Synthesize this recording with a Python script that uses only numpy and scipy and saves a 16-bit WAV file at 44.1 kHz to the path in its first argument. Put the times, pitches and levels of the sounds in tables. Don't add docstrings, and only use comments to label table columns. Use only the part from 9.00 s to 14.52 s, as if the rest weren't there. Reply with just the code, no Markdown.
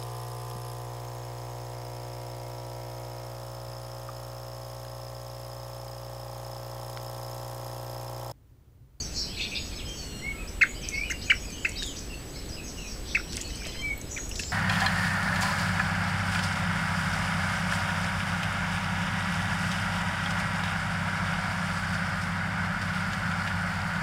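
import sys
import numpy as np
from scipy import signal
from scipy.fft import rfft, irfft
from scipy.io import wavfile

SR = 44100
rng = np.random.default_rng(int(sys.argv[2]) if len(sys.argv) > 2 else 0)


def master_out(mix):
    frames = np.transpose(np.atleast_2d(mix))
    ceiling = np.clip(frames, -1, 1)
    pcm = np.round(ceiling * 32767).astype(np.int16)
    wavfile.write(sys.argv[1], SR, pcm)


N = 243431


def amp(db):
    return 10 ** (np.asarray(db) / 20)


def unit(x):
    return x / np.sqrt(np.mean(x ** 2) + 1e-20)


def read(points, hz):
    f, value = np.transpose(points)
    return np.interp(np.log(hz + 1), np.log(f + 1), value)


def add(mix, start_s, sound):
    part = mix[max(round(start_s * SR), 0):][:len(sound)]
    part += sound[:len(part)]


def play(source, rows):
    mix = np.zeros(N)
    for start_s, *settings in rows:
        add(mix, start_s, source(*settings))
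    return mix


def wander(t, per_s):
    return np.interp(t * per_s, np.arange(512), rng.standard_normal(512))


def phase_of(hz):
    return 2 * np.pi * np.cumsum(hz) / SR


def glide(length_s, start_hz, middle_hz, end_hz, tremble):
    t = np.arange(max(length_s, .005) * SR) / SR
    bend = np.polyfit([0, .5, 1], [start_hz, middle_hz, end_hz], 2)
    hz = np.polyval(bend, t / t[-1])
    return t, phase_of(hz * (1 + tremble * wander(t, 700)))


def swell(t, flutter_db, taper):
    return unit(signal.windows.tukey(len(t), taper) * amp(flutter_db * wander(t, 98.7)))


def garden(x, early_db, tail_db, early_s):
    # frequency_hz, t60_s
    decay = [(1000, 0.055), (2500, 0.27), (5000, 0.55), (9000, 0.31)]
    t = np.arange(SR * 3 // 4) / SR
    near, far = rng.choice([-1., 1.], (2, len(t))) * (rng.random((2, len(t))) < 3000 / SR)
    near = near * np.exp(-t / early_s) * (t > .004)
    hz, when, spectrum = signal.stft(far * (t > .015), SR, nperseg=256)
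    fade = amp(-60 * when / read(decay, hz)[:, None])
    far = signal.istft(spectrum * fade, SR, nperseg=256)[1][:len(t)]
    echo = amp(early_db) * near / np.linalg.norm(near) + amp(tail_db) * far / np.linalg.norm(far)
    return x + signal.fftconvolve(x, echo)[:N]


def background(noise_db=-38, whine_hz=7867.1, whine_db=-53.5):
    # frequency_hz, relative_db
    colour = [(15, -5), (28, -8.5), (40, 2), (64, -2), (130, -10), (300, -13), (500, -18.5), (1000, -28),
              (2000, -29), (3600, -31), (5800, -38.5), (7300, -35), (10000, -39), (15400, -40.5)]
    hz = np.fft.rfftfreq(N, 1 / SR)
    noise = irfft(rfft(rng.standard_normal(N)) * amp(read(colour, hz)), N)
    whine = np.sin(2 * np.pi * whine_hz * np.arange(N) / SR)
    return amp(noise_db) * unit(noise) + amp(whine_db) * unit(whine)


def far_chorus():
    # time_s, high_relative_db, low_relative_db
    activity = [(0.0, -44.5, -52.5), (0.52, -40.5, -39.5), (1.58, -60.5, -47.5), (1.86, -49, -37),
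                (2.86, -46.5, -42), (3.15, -48.5, -60), (3.86, -50.5, -54.5), (4.66, -45, -39.5),
                (4.95, -53.5, -72.5), (5.52, -40.5, -52)]
    time_s, high_ride, low_ride = np.transpose(activity)

    def flock(ride_db, low_hz, high_hz, count, level_db):
        mix = np.zeros(N)
        for k, (when, pitch, slope, softness) in enumerate(rng.random((count, 4))):
            hz = low_hz + (high_hz - low_hz) * pitch
            bend = .236 * (slope - .5)
            note = chirp(.032, hz * (1 + bend), hz * (1 - bend), -7 * softness)
            add(mix, (k + when) / count * N / SR, note)
        blurred = garden(mix, early_db=12.5, tail_db=4, early_s=.046)
        ride = amp(np.interp(np.arange(N) / SR, time_s, ride_db))
        return amp(level_db) * unit(ride * blurred)
    high = flock(high_ride, 3900, 6700, count=200, level_db=-52)
    return high + flock(low_ride, 2200, 3300, count=90, level_db=-53)


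def chirp(length_s, start_hz, end_hz, db):
    t, phase = glide(length_s, start_hz, (start_hz + end_hz) / 2, end_hz, tremble=.028)
    return amp(db) * unit(np.sin(phase)) * swell(t, flutter_db=1.8, taper=.29)


def chirps():
    # start_s, length_s, start_hz, end_hz, relative_db
    cues = [(0, 0.032, 6830, 5600, -40.5), (0, 0.012, 4280, 4750, -37.5), (0.264, 0.096, 2850, 3560, -53),
            (0.361, 0.046, 5000, 2286, -46), (0.758, 0.028, 5200, 5240, -47.5),
            (0.767, 0.064, 4420, 1900, -48.5), (1.381, 0.048, 2554, 2500, -49.5),
            (1.473, 0.025, 4700, 6400, -48), (1.742, 0.043, 4710, 4900, -51.5),
            (1.8, 0.075, 3320, 2890, -57), (1.813, 0.048, 6760, 4150, -47.5),
            (1.938, 0.021, 4670, 4420, -45), (2.213, 0.021, 3400, 5900, -45.5),
            (2.255, 0.019, 6950, 6300, -46.5), (2.945, 0.044, 2000, 6000, -53.5),
            (2.335, 0.056, 5700, 5270, -50), (2.475, 0.029, 4900, 4890, -54),
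            (2.522, 0.071, 3074, 2820, -52), (2.755, 0.045, 3830, 6000, -43),
            (3.094, 0.062, 2750, 2740, -48.5), (3.354, 0.047, 5120, 5300, -51.5),
            (3.357, 0.029, 2205, 2130, -55), (3.636, 0.036, 6500, 6380, -51),
            (3.487, 0.027, 6370, 4800, -49), (3.515, 0.049, 4750, 5250, -49),
            (3.564, 0.045, 2905, 2450, -48.5), (3.76, 0.12, 2974, 2350, -50.5),
            (3.872, 0.062, 5900, 5270, -49.5), (4.16, 0.053, 5450, 5480, -51),
            (4.441, 0.026, 4370, 4400, -47.5), (5.311, 0.033, 5200, 5850, -47.5),
            (5.48, 0.035, 5060, 5580, -49)]
    return play(chirp, cues)


def buzzes(trill_hz=150):
    # start_s, length_s, centre_hz, swing_hz, relative_db
    cues = [(0.014, 0.044, 5680, 610, -40), (0.106, 0.088, 6630, 544, -41), (0.126, 0.11, 4870, 780, -32.5),
            (0.355, 0.082, 5760, 1390, -46.5), (0.358, 0.11, 2490, 323, -35.5),
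            (0.399, 0.047, 3990, 640, -32.5), (0.505, 0.094, 2523, 260, -36), (0.542, 0.04, 4390, 910, -32),
            (0.682, 0.069, 4190, 1180, -48), (0.847, 0.2, 5930, 830, -45.5), (1.768, 0.17, 2780, 614, -50),
            (1.921, 0.067, 5270, 595, -43), (2.206, 0.041, 4990, 920, -44.5), (2.564, 0.15, 6880, 500, -51),
            (2.664, 0.13, 2350, 446, -48), (2.797, 0.12, 6860, 443, -43), (2.955, 0.04, 5640, 1100, -40.5),
            (3.3, 0.24, 4330, 450, -53), (3.66, 0.05, 5450, 1510, -41.5), (3.74, 0.21, 6030, 730, -48.5),
            (3.87, 0.05, 5300, 800, -46.5), (4.038, 0.16, 4680, 1503, -43), (4.262, 0.1, 5060, 1180, -45.5),
            (4.424, 0.36, 5670, 910, -49), (4.549, 0.16, 2585, 400, -49.5), (5.083, 0.11, 6470, 780, -39.5),
            (5.314, 0.125, 6250, 1440, -41)]

    def buzz(length_s, centre_hz, swing_hz, db):
        t = np.arange(length_s * SR) / SR
        shake = np.sin(phase_of(trill_hz * (1 + .35 * wander(t, 120))))
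        hz = centre_hz + swing_hz * np.tanh(shake + .838 * wander(t, 700))
        return amp(db) * unit(np.sin(phase_of(hz))) * swell(t, flutter_db=5.5, taper=.38)
    return play(buzz, cues)


def whistles():
    # start_s, length_s, start_hz, middle_hz, end_hz, relative_db
    cues = [(0.575, 0.094, 6760, 6710, 6580, -48.5), (0.844, 0.13, 3230, 3152, 3340, -48),
            (0.846, 0.036, 5030, 5120, 5200, -47.5), (0.951, 0.111, 4520, 4510, 4280, -48.5),
            (1.206, 0.14, 1910, 2220, 2086, -39), (1.315, 0.13, 1317, 1323, 1255, -54.5),
            (1.659, 0.069, 6850, 6780, 7670, -47.5), (1.903, 0.17, 2205, 2250, 2670, -35),
            (2.054, 0.12, 2870, 2830, 2700, -47.5), (2.39, 0.084, 6950, 6620, 7100, -49),
            (2.508, 0.055, 6680, 6260, 7020, -46.5), (2.745, 0.185, 3675, 3684, 2573, -43),
            (4.811, 0.13, 2265, 2298, 2136, -33), (5.174, 0.096, 6600, 6660, 6750, -42.5),
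            (5.441, 0.055, 7600, 7240, 7530, -43)]

    def whistle(length_s, start_hz, middle_hz, end_hz, db):
        t, phase = glide(length_s, start_hz, middle_hz, end_hz, tremble=.0042)
        return amp(db) * unit(np.sin(phase)) * swell(t, flutter_db=1.8, taper=.6)
    return play(whistle, cues)


def nasal_calls(throat_octaves=.74):
    # start_s, length_s, start_hz, middle_hz, end_hz, relative_db, throat_hz
    cues = [(.97, 0.35, 1495, 1424, 1383, -50.5, 3800), (4.676, 0.027, 1073, 1023, 1000, -44, 2980),
            (4.732, 0.106, 989, 1044, 1027, -45.5, 2900)]

    def call(length_s, start_hz, middle_hz, end_hz, db, throat_hz):
        t, phase = glide(length_s, start_hz, middle_hz, end_hz, tremble=.0068)
        stack = 0
        for k in range(1, 7):
            off_peak = np.log2(k * middle_hz / throat_hz) / throat_octaves
            stack += np.sin(k * phase) / (1 + off_peak ** 2)
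        return amp(db) * unit(stack) * swell(t, flutter_db=2.5, taper=.4)
    return play(call, cues)


def blackbird_clucks(leap_s=.00624, lower_rise_s=.011, foot_hz=1339):
    # start_s, length_s, upper_top_hz, upper_db, lower_top_hz, lower_db,
    # top_at (lower voice's peak, share of the length), ramp_db (over the cluck), harsh_db
    cues = [(1.609, .032, 2690, -15, 2186, -14, .55, 4, -25),
            (2.096, 0.031, 2850, -29, 2150, -23.5, 0.58, -4, -2),
            (2.296, 0.029, 3040, -13.5, 2330, -11.5, 0.51, -2.5, -23),
            (2.646, 0.03, 2720, -10.5, 2156, -11, 0.51, -25.5, -31),
            (4.146, .035, 2653, -13, 2250, -15, .42, -12.5, -28),
            (5.16, 0.033, 2460, -33, 2035, -42.5, 0.49, 10.5, -24)]

    def cluck(length_s, upper_top_hz, upper_db, lower_top_hz, lower_db, top_at, ramp_db, harsh_db):
        t = np.arange(length_s * SR) / SR
        leap = np.minimum(t / leap_s, 1)
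        sag = np.maximum(t - leap_s, 0) / (length_s - leap_s)
        upper_hz = upper_top_hz * (.677 + .323 * leap) * (1 - .32 * sag)
        upper_gain = leap ** 1.6 * amp(upper_db - 17.5 * sag)
        arch = np.exp(-abs((t / length_s - top_at) / .3) ** 3)
        lower_hz = foot_hz + (lower_top_hz - foot_hz) * arch
        lower_gain = np.minimum(t / lower_rise_s, 1) * amp(lower_db - 6 * (1 - arch))
        voices = upper_gain * np.exp(1j * phase_of(upper_hz))
        voices += lower_gain * np.exp(1j * phase_of(lower_hz))
        shape = voices / (upper_gain + lower_gain + 1e-9)
        rasp = .59 + .5 * (wander(t, 1575) + 1j * wander(t, 1520))
        edge = shape ** 2 + amp(-13.5) * (shape ** 3 + amp(-2) * shape ** 5)
        overtones = amp(-19.5) * shape + amp(harsh_db) * edge
        envelope = amp(ramp_db * t / length_s) * signal.windows.tukey(len(t), .2)
        return (voices * (1 + rasp * overtones)).real * envelope
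    return play(cluck, cues)


def splashes(droplets=22, top_hz=12500):
    # start_s, length_s, centre_hz, level_db
    cues = [(1.885, 0.016, 6800, -42), (2.502, 0.002, 8300, -41), (2.69, 0.0079, 7940, -42.5),
            (2.817, 0.024, 4370, -37), (2.857, 0.02, 8500, -46.5), (4.323, 0.026, 4700, -41),
            (4.365, 0.0085, 6040, -31.5), (4.369, 0.012, 2260, -39), (4.408, 0.012, 6200, -38.5),
            (4.658, 0.015, 1980, -43.5), (4.669, 0.0077, 6800, -41.5), (5.015, 0.0027, 7000, -41),
            (5.177, 0.0017, 2440, -33), (5.292, .005, 9500, -40.5), (5.355, 0.0077, 4800, -35.5),
            (5.39, 0.018, 5630, -35), (5.433, 0.0048, 3460, -35.5)]

    def splash(length_s, centre_hz, db):
        n = int(length_s * SR)
        density = droplets / n
        hits = rng.random(SR // 2)[:n] < density
        size = amp(5 * np.minimum(rng.exponential(1, SR // 2)[:n], 2.5))
        impacts = rng.standard_normal(SR // 2)[:n] * (.2 * np.sqrt(density) + hits * size)
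        spray = np.pad(impacts * np.linspace(1, .5, n), 256)
        hz = np.fft.rfftfreq(len(spray), 1 / SR) + 1
        colour = 1 / (1 + np.log2(hz / centre_hz) ** 2) ** 2 / (1 + (hz / top_hz) ** 4)
        spray = irfft(rfft(spray) * colour, len(spray))[220:]
        return amp(db) * spray * np.sqrt(n / np.sum(spray ** 2))
    return play(splash, cues)


def bubble(hz, db, rise=.025, attack_cycles=3):
    t = np.arange(SR // 20) / SR
    t60_s = .01 * (2000 / hz) ** .52
    ring = (1 - np.exp(-t * hz / attack_cycles)) * amp(-60 * t / t60_s)
    pitch_hz = hz * (1 + rise * np.minimum(t / t60_s, 1))
    return amp(db) * ring / ring.max() * np.sin(phase_of(pitch_hz))


def drops():
    # start_s, pitch_hz, peak_db
    cues = [(1.888, 6100, -17.5), (2.694, 6900, -28), (2.719, 5560, -32), (2.823, 1690, -30.5),
            (2.991, 7200, -31), (4.198, 1460, -30), (4.358, 8940, -28), (4.413, 6840, -22.5),
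            (4.422, 7200, -29), (4.665, 600, -34.5), (4.817, 6740, -32), (4.978, 12100, -32),
            (5.014, 6350, -30), (5.314, 2800, -30.5), (5.395, 2650, -22.5), (5.397, 1715, -29.5)]
    return play(bubble, cues)


def patter(count=110, low_hz=1490, high_hz=8500, spread_db=23):
    # start_s, length_s, level_db
    cue = (4.32, .48, -50)

    def shower(length_s, db):
        mix = np.zeros(int((length_s + .05) * SR))
        for when, pitch, softness in rng.random((count, 3)):
            hz = low_hz * (high_hz / low_hz) ** pitch
            add(mix, when * length_s, bubble(hz, -spread_db * (softness + (1 - pitch) / 3)))
        return amp(db) * unit(mix)
    return play(shower, [cue])


def scene():
    water = drops() + splashes() + patter()
    notes = amp(-.5) * (whistles() + nasal_calls())
    buzzing = amp(-11.5) * buzzes()
    mix = garden(blackbird_clucks(), early_db=-12, tail_db=-18, early_s=.02)
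    mix += garden(water, early_db=-10, tail_db=-12, early_s=.0037)
    mix += garden(notes, early_db=-2.5, tail_db=-7.5, early_s=.029)
    mix += garden(amp(2.5) * chirps(), early_db=-2, tail_db=-12, early_s=.036)
    mix += garden(buzzing, early_db=8, tail_db=4.5, early_s=.011)
    return (mix + far_chorus() + background())[None]


def record(dry):
    edge_hz = 15550
    lowpass = signal.firwin(511, edge_hz, window=("kaiser", 9), fs=SR)
    return signal.oaconvolve(dry, lowpass[None], "same")


dry = scene()
out = record(dry)
master_out(out)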